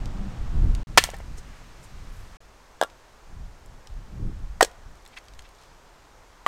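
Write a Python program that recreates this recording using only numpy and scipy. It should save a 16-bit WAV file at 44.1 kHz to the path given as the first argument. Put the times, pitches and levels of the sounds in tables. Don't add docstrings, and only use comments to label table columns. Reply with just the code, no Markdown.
import sys
import numpy as np
from scipy import signal
from scipy.fft import rfft, irfft, next_fast_len
from scipy.io import wavfile
from scipy.ndimage import map_coordinates

SR = 44100
rng = np.random.default_rng(int(sys.argv[2]) if len(sys.argv) > 2 else 0)


def file_out(sig):
    cols = np.atleast_2d(sig).T
    lim = np.clip(cols, -1, 1)
    pcm = np.round(lim * 32767).astype(np.int16)
    wavfile.write(sys.argv[1], SR, pcm)


N = 285327

# f/Hz, relative level/dB per Hz
BUFFET_SPECTRUM = [(10, -2), (22, 1), (36, 3.5), (52, -3), (100, -13), (160, -25.5), (400, -70.5)]
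# f/Hz, relative level/dB per Hz
FLUTTER_SPECTRUM = [(50, -17.5), (110, 1), (200, -5), (300, -12.5), (500, -26.5), (1200, -64)]
# peak t/s, rise time/s, buffet level/dB, flutter level/dB
GUSTS = [(0.124, 1, -30, -37.5), (0.654, .15, -17.5, -30), (1.053, .08, -34.5, -62.5),
         (1.337, 0.15, -32.5, -50), (2.08, 0.31, -38, -51.5), (3.409, .11, -34.5, -50),
         (3.725, 0.14, -42, -58.5), (3.96, 0.074, -33.5, -50), (4.233, 0.091, -28, -33),
         (4.402, 0.22, -32, -47), (4.886, 0.0902, -41.5, -54.5), (5.368, 0.0763, -43.5, -63.5)]
# (f/Hz, relative level/dB per Hz)
AIR_STRETCHES = [(0, .834, -47.5, [(200, -9), (350, -4.5), (750, -3), (1550, -9), (2200, -14),
                 (6750, -22.5), (10000, -29.5), (16000, -31.5)]), (0.87, 2.371, -52, [(150, -8.5),
                 (350, -1.5), (1200, -1), (3400, -11), (6500, -13), (8500, -18), (16000, -21.5)]),
                 (2.404, 6.5, -54.5, [(120, -14), (400, -6.5), (1000, -5.5), (1500, -10), (2800, -17.5),
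                 (4200, -19.5), (6500, -20), (8500, -25.5), (16000, -27.5)])]
# f/Hz, t60/s
WOODLAND_DECAY = [(200, 0.13), (1200, 0.94), (4000, 0.32), (12000, 0.084)]
# start t/s, end t/s, rate/ticks per s, softest level/dB, middle f/Hz
CRUMBS = [(1.042, 1.21, 60, -52.5, 7000), (4.951, 5.754, 28, -56.5, 3800)]
# middle t/s, half length/s, peak level/dB, centre f/Hz
SCRAPES = [(1.023, 0.046, -39, 1960), (1.019, .04, -41.5, 8870), (1.385, 0.018, -48.5, 6420),
           (1.531, 0.12, -58.5, 1590), (1.844, 0.0215, -53, 8160), (2.18, .12, -60.5, 11900),
           (5.136, 0.017, -52.5, 2550), (5.176, 0.011, -36, 2024), (5.456, 0.019, -54.5, 2507),
           (5.644, 0.13, -64, 4507)]
# t/s, level/dB, centre f/Hz
SNAPS = [(0.057, -33.5, 3680), (0.75, -29.5, 3860), (1.1019, -32, 5820), (1.114, -41, 9390),
         (2.9, -45.5, 3400), (3.6606, -44, 9950), (3.872, -35.5, 3100), (4.714, -44, 3920),
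         (5.062, -36.5, 2570), (5.076, -41.5, 9100), (5.186, -39.5, 4480), (5.2839, -39.5, 3400),
         (5.336, -44, 4900), (5.3921, -32.5, 2723)]
WOOD_MODES = { "billet": [(720, -5.5, .035), (849.4, -5.5, 0.019), (1096, 0.5, .025), (1346, -2.5, 0.052),
              (1764, -3, 0.057), (1997, -2, 0.048), (2214, -3, 0.045), (2335, -8, .04), (2910, -5.5, 0.053),
              (3270, -7.5, 0.044), (4384, -11, 0.017), (8080, -16.5, .05)], "round": [(481, -0.5, 0.0051),
              (840, -29, 0.036), (1150, -10.5, 0.077), (1372, -7, 0.07), (1604, 2.5, 0.022),
              (2845, -18.5, 0.059), (3460, 2.5, 0.006), (4970, -20, 0.022)], "split": [(732, 4, 0.02),
              (1063, 4, 0.013), (1154, -5.5, 0.03), (1460, -7, 0.036), (1670, -13.5, 0.0512),
              (1877, -3.5, 0.029), (2653, -20.5, 0.0385), (3010, -11.5, 0.026)], "sliver": [(785, 7, 0.065),
              (1845, 7.5, 0.0455)], "stick": [(906, -9, 0.051), (1154, -1, 0.18), (1970, -6, 0.022),
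              (3040, -5.5, 0.0058)]}
SURFACE = {"billet": (-15, 7000, 0.0053), "round": (-11, 6400, 0.011), "split": (-6.5, 4500, 0.013),
           "sliver": (-1, 3400, 0.062), "stick": (3.3, 4400, 0.0234)}
# t/s, piece, thud level/dB, thud f/Hz, crack level/dB
KNOCKS = [(0.9748, "billet", 2.5, 842, -2), (0.9785, "billet", -3.5, 1500, -2),
          (0.982, "billet", -14, 392, -2), (1.039, "billet", -20, 790, -3.5),
          (1.044, "billet", -29.5, 1610, -23), (1.0734, "billet", -33.5, 800, -48),
          (1.0887, "billet", -24.5, 680, -52), (1.135, "billet", -29, 550, -52),
          (1.1419, "sliver", -43, 800, -45), (1.2016, "billet", -32, 600, -46),
          (1.382, "billet", -39.5, 383, -46), (2.8136, "round", -5.5, 720, -19),
          (2.8258, "round", -9, 628, -31), (2.8348, "round", -19, 1220, -25),
          (2.8455, "round", -27.5, 610, -46), (4.6087, "split", -4.5, 990, -16),
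          (4.6115, "split", -13, 710, -14), (4.622, "split", -16, 1100, -18),
          (4.6256, "split", -6, 490, -15.5), (4.628, "split", -9.5, 552, -7),
          (4.6475, "split", -25.5, 611, -19.5), (6.4636, "stick", -14.5, 700, -28)]
# f/Hz, level/dB
MICROPHONE = [(8500, -0.5), (10500, -6.5), (13000, -5.5), (16000, -13.5)]

GUST_FALL, GUST_SHAPE = .9, 1.7
BREEZE_BUFFET_DB, BREEZE_FLUTTER_DB = -55, -69
EDDY_RATE_HZ, EDDY_DB = 18, 2.5
HUM_S, HUM_HALF_LENGTH_S, HUM_DB, HUM_HZ = .22, .067, -32, 196.5
SNAP_T60_S = 0.01
TEAR_S, TEAR_HOLD_S, TEAR_T60_S, TEAR_DB, TEAR_HZ = 0.9763, .008, .03, -8, 2250
SPLINTERS_DB, SPLINTERS_T60_S = -25.5, 0.43
RING_REF_HZ = 700
RING_DB_PER_OCTAVE = 9
TOP_HZ = 16200


def amp(db):
    return 10 ** (np.asarray(db) / 20)


def unit(x):
    return x / np.sqrt(np.mean(x ** 2) + 1e-20)


def along(points, hz):
    f, v = np.transpose(points)
    return np.interp(np.log(hz + 1), np.log(f + 1), v)


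def filtered(x, response):
    m = next_fast_len(len(x) + 8192)
    spectrum = rfft(x, m) * response(np.fft.rfftfreq(m, 1 / SR))
    return irfft(spectrum, m)[:len(x)]


def noise(spectrum):
    return unit(filtered(rng.standard_normal(N), lambda hz: amp(along(spectrum, hz))))


def crunch(centre_hz, q, spiky, size):
    grains = rng.standard_normal(size) * np.exp(spiky * rng.standard_normal(size))

    def band(f):
        return 1j * f / (centre_hz ** 2 - f * f + 1j * f * centre_hz / q) * centre_hz

    return unit(filtered(grains, lambda f: band(f) ** 2))


def add(track, s, sound):
    room = track[max(round(s * SR), 0):][:len(sound)]
    room += sound[:len(room)]


def wind(t):
    buffet_power, flutter_power = amp(BREEZE_BUFFET_DB) ** 2, amp(BREEZE_FLUTTER_DB) ** 2
    for s, rise, buffet_db, flutter_db in GUSTS:
        distance = np.maximum(s - t, (t - s) / GUST_FALL) / rise
        swell = np.exp(-distance ** GUST_SHAPE)
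        buffet_power = buffet_power + (amp(buffet_db) * swell) ** 2
        flutter_power = flutter_power + (amp(flutter_db) * swell) ** 2
    buffet = np.sqrt(buffet_power) * noise(BUFFET_SPECTRUM)
    eddies = map_coordinates(rng.standard_normal(size=400), [t * EDDY_RATE_HZ])
    flutter = np.sqrt(flutter_power) * unit(amp(EDDY_DB * eddies) * noise(FLUTTER_SPECTRUM))
    hum_swell = np.exp(-((t - HUM_S) / HUM_HALF_LENGTH_S) ** 2)
    hum = amp(HUM_DB) * hum_swell * np.sin(2 * np.pi * HUM_HZ * t)
    return buffet + flutter + hum


def outdoors():
    t = np.arange(N) / SR
    gusts, out = wind(t), np.zeros(N)
    for start, end, db, spectrum in AIR_STRETCHES:
        gate = np.clip(np.minimum(t - start, end - t) / 0.0017, 0, 1)
        out += gate * (gusts + amp(db) * noise(spectrum))
    return out


def woodland(x, near_db, far_db):
    hz, t, z = signal.stft(rng.standard_normal(SR // 2), SR, nperseg=256)
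    decay = amp(-60 * t / along(WOODLAND_DECAY, hz)[:, None])
    far = signal.istft(z * decay, SR, nperseg=256)[1]
    age = np.arange(len(far)) / SR
    near = rng.standard_normal(len(far)) * amp(-60 * age / .06) * (age > .002)
    answer = amp(near_db) * near / np.linalg.norm(near) + amp(far_db) * far / np.linalg.norm(far)
    return signal.fftconvolve(x, answer)[:N]


def crumbs():
    out, t = np.zeros(N), np.arange(SR // 40) / SR
    for start, end, rate, db, hz in CRUMBS:
        count = int((end - start) * rate)
        for when, strength, pitch in rng.random((count, 3)):
            tick_hz = hz * 2 ** (pitch - .5)
            tick = crunch(tick_hz, q=0.32, spiky=0.35, size=len(t)) * amp(-60 * t / 0.017)
            add(out, start + when * (end - start), amp(db + 10 * strength) * tick)
    return out


def scrapes():
    out, t = np.zeros(N), np.arange(SR // 2) / SR - 1 / 4
    for s, half_length, db, hz in SCRAPES:
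        swell = np.exp(-2 * (t / half_length) ** 2)
        grit = crunch(hz, q=1.162, spiky=0.5995, size=len(t))
        add(out, s + t[0], amp(db) * swell * grit)
    return out


def crack(db, hz, t60, q):
    t = np.arange(SR // 4) / SR
    burst, trail = amp(-60 * t / t60), amp(-29 - 60 * t / 0.14)
    onset = 1 - np.exp(-t / .00015)
    return amp(db) * (burst + trail) * onset * crunch(hz, q=q, spiky=0.13, size=len(t))


def snaps():
    out = np.zeros(N)
    for s, db, hz in SNAPS:
        add(out, s, crack(db, hz, SNAP_T60_S, q=.65))
    return out


def tear():
    out, t = np.zeros(N), np.arange(SR // 3) / SR
    split = amp(-60 * np.maximum(t - TEAR_HOLD_S, 0) / TEAR_T60_S)
    splinters = amp(SPLINTERS_DB - 60 * t / SPLINTERS_T60_S)
    grain = crunch(TEAR_HZ, q=.62, spiky=0.33, size=len(t))
    add(out, TEAR_S, amp(TEAR_DB) * (split + splinters) * grain)
    return out


def ringing(piece, t):
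    ring = np.zeros(len(t))
    for k, (hz, db, t60) in enumerate(WOOD_MODES[piece]):
        fade = amp(db + 2 * rng.standard_normal() - 60 * t / t60)
        tone = np.sin(2 * np.pi * hz * rng.normal(1, 0.016) * t)
        ring += (-1) ** k * fade * tone
    return ring * (1 - np.exp(-t / 0.0001))


def knocks():
    out, t = np.zeros(N), np.arange(SR // 4) / SR
    for s, piece, thud_db, thud_hz, crack_db in KNOCKS:
        lively_db, crack_hz, crack_t60 = SURFACE[piece]
        ring_db = thud_db + lively_db + RING_DB_PER_OCTAVE * np.log2(thud_hz / RING_REF_HZ)
        ring = amp(ring_db) * ringing(piece, t)
        swing = t * thud_hz / 1.02
        thud = amp(thud_db) * (swing * np.exp(1 - swing)) ** 4.1 * np.sin(2 * np.pi * thud_hz * t)
        add(out, s, ring + thud + crack(crack_db, crack_hz, crack_t60, q=.42))
    return out


def scene():
    wood = knocks() + tear() + snaps() + scrapes() + crumbs()
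    return (wood + woodland(wood, near_db=-15, far_db=-36.0) + outdoors())[None]


def record(dry):
    heard = filtered(dry[0], lambda hz: amp(along(MICROPHONE, hz)))
    clipped = heard / (1 + np.abs(heard) ** 8) ** (1 / 8)
    return filtered(clipped, lambda hz: 1 / (1 + (hz / TOP_HZ) ** 120))[None]


dry = scene()
out = record(dry)
file_out(out)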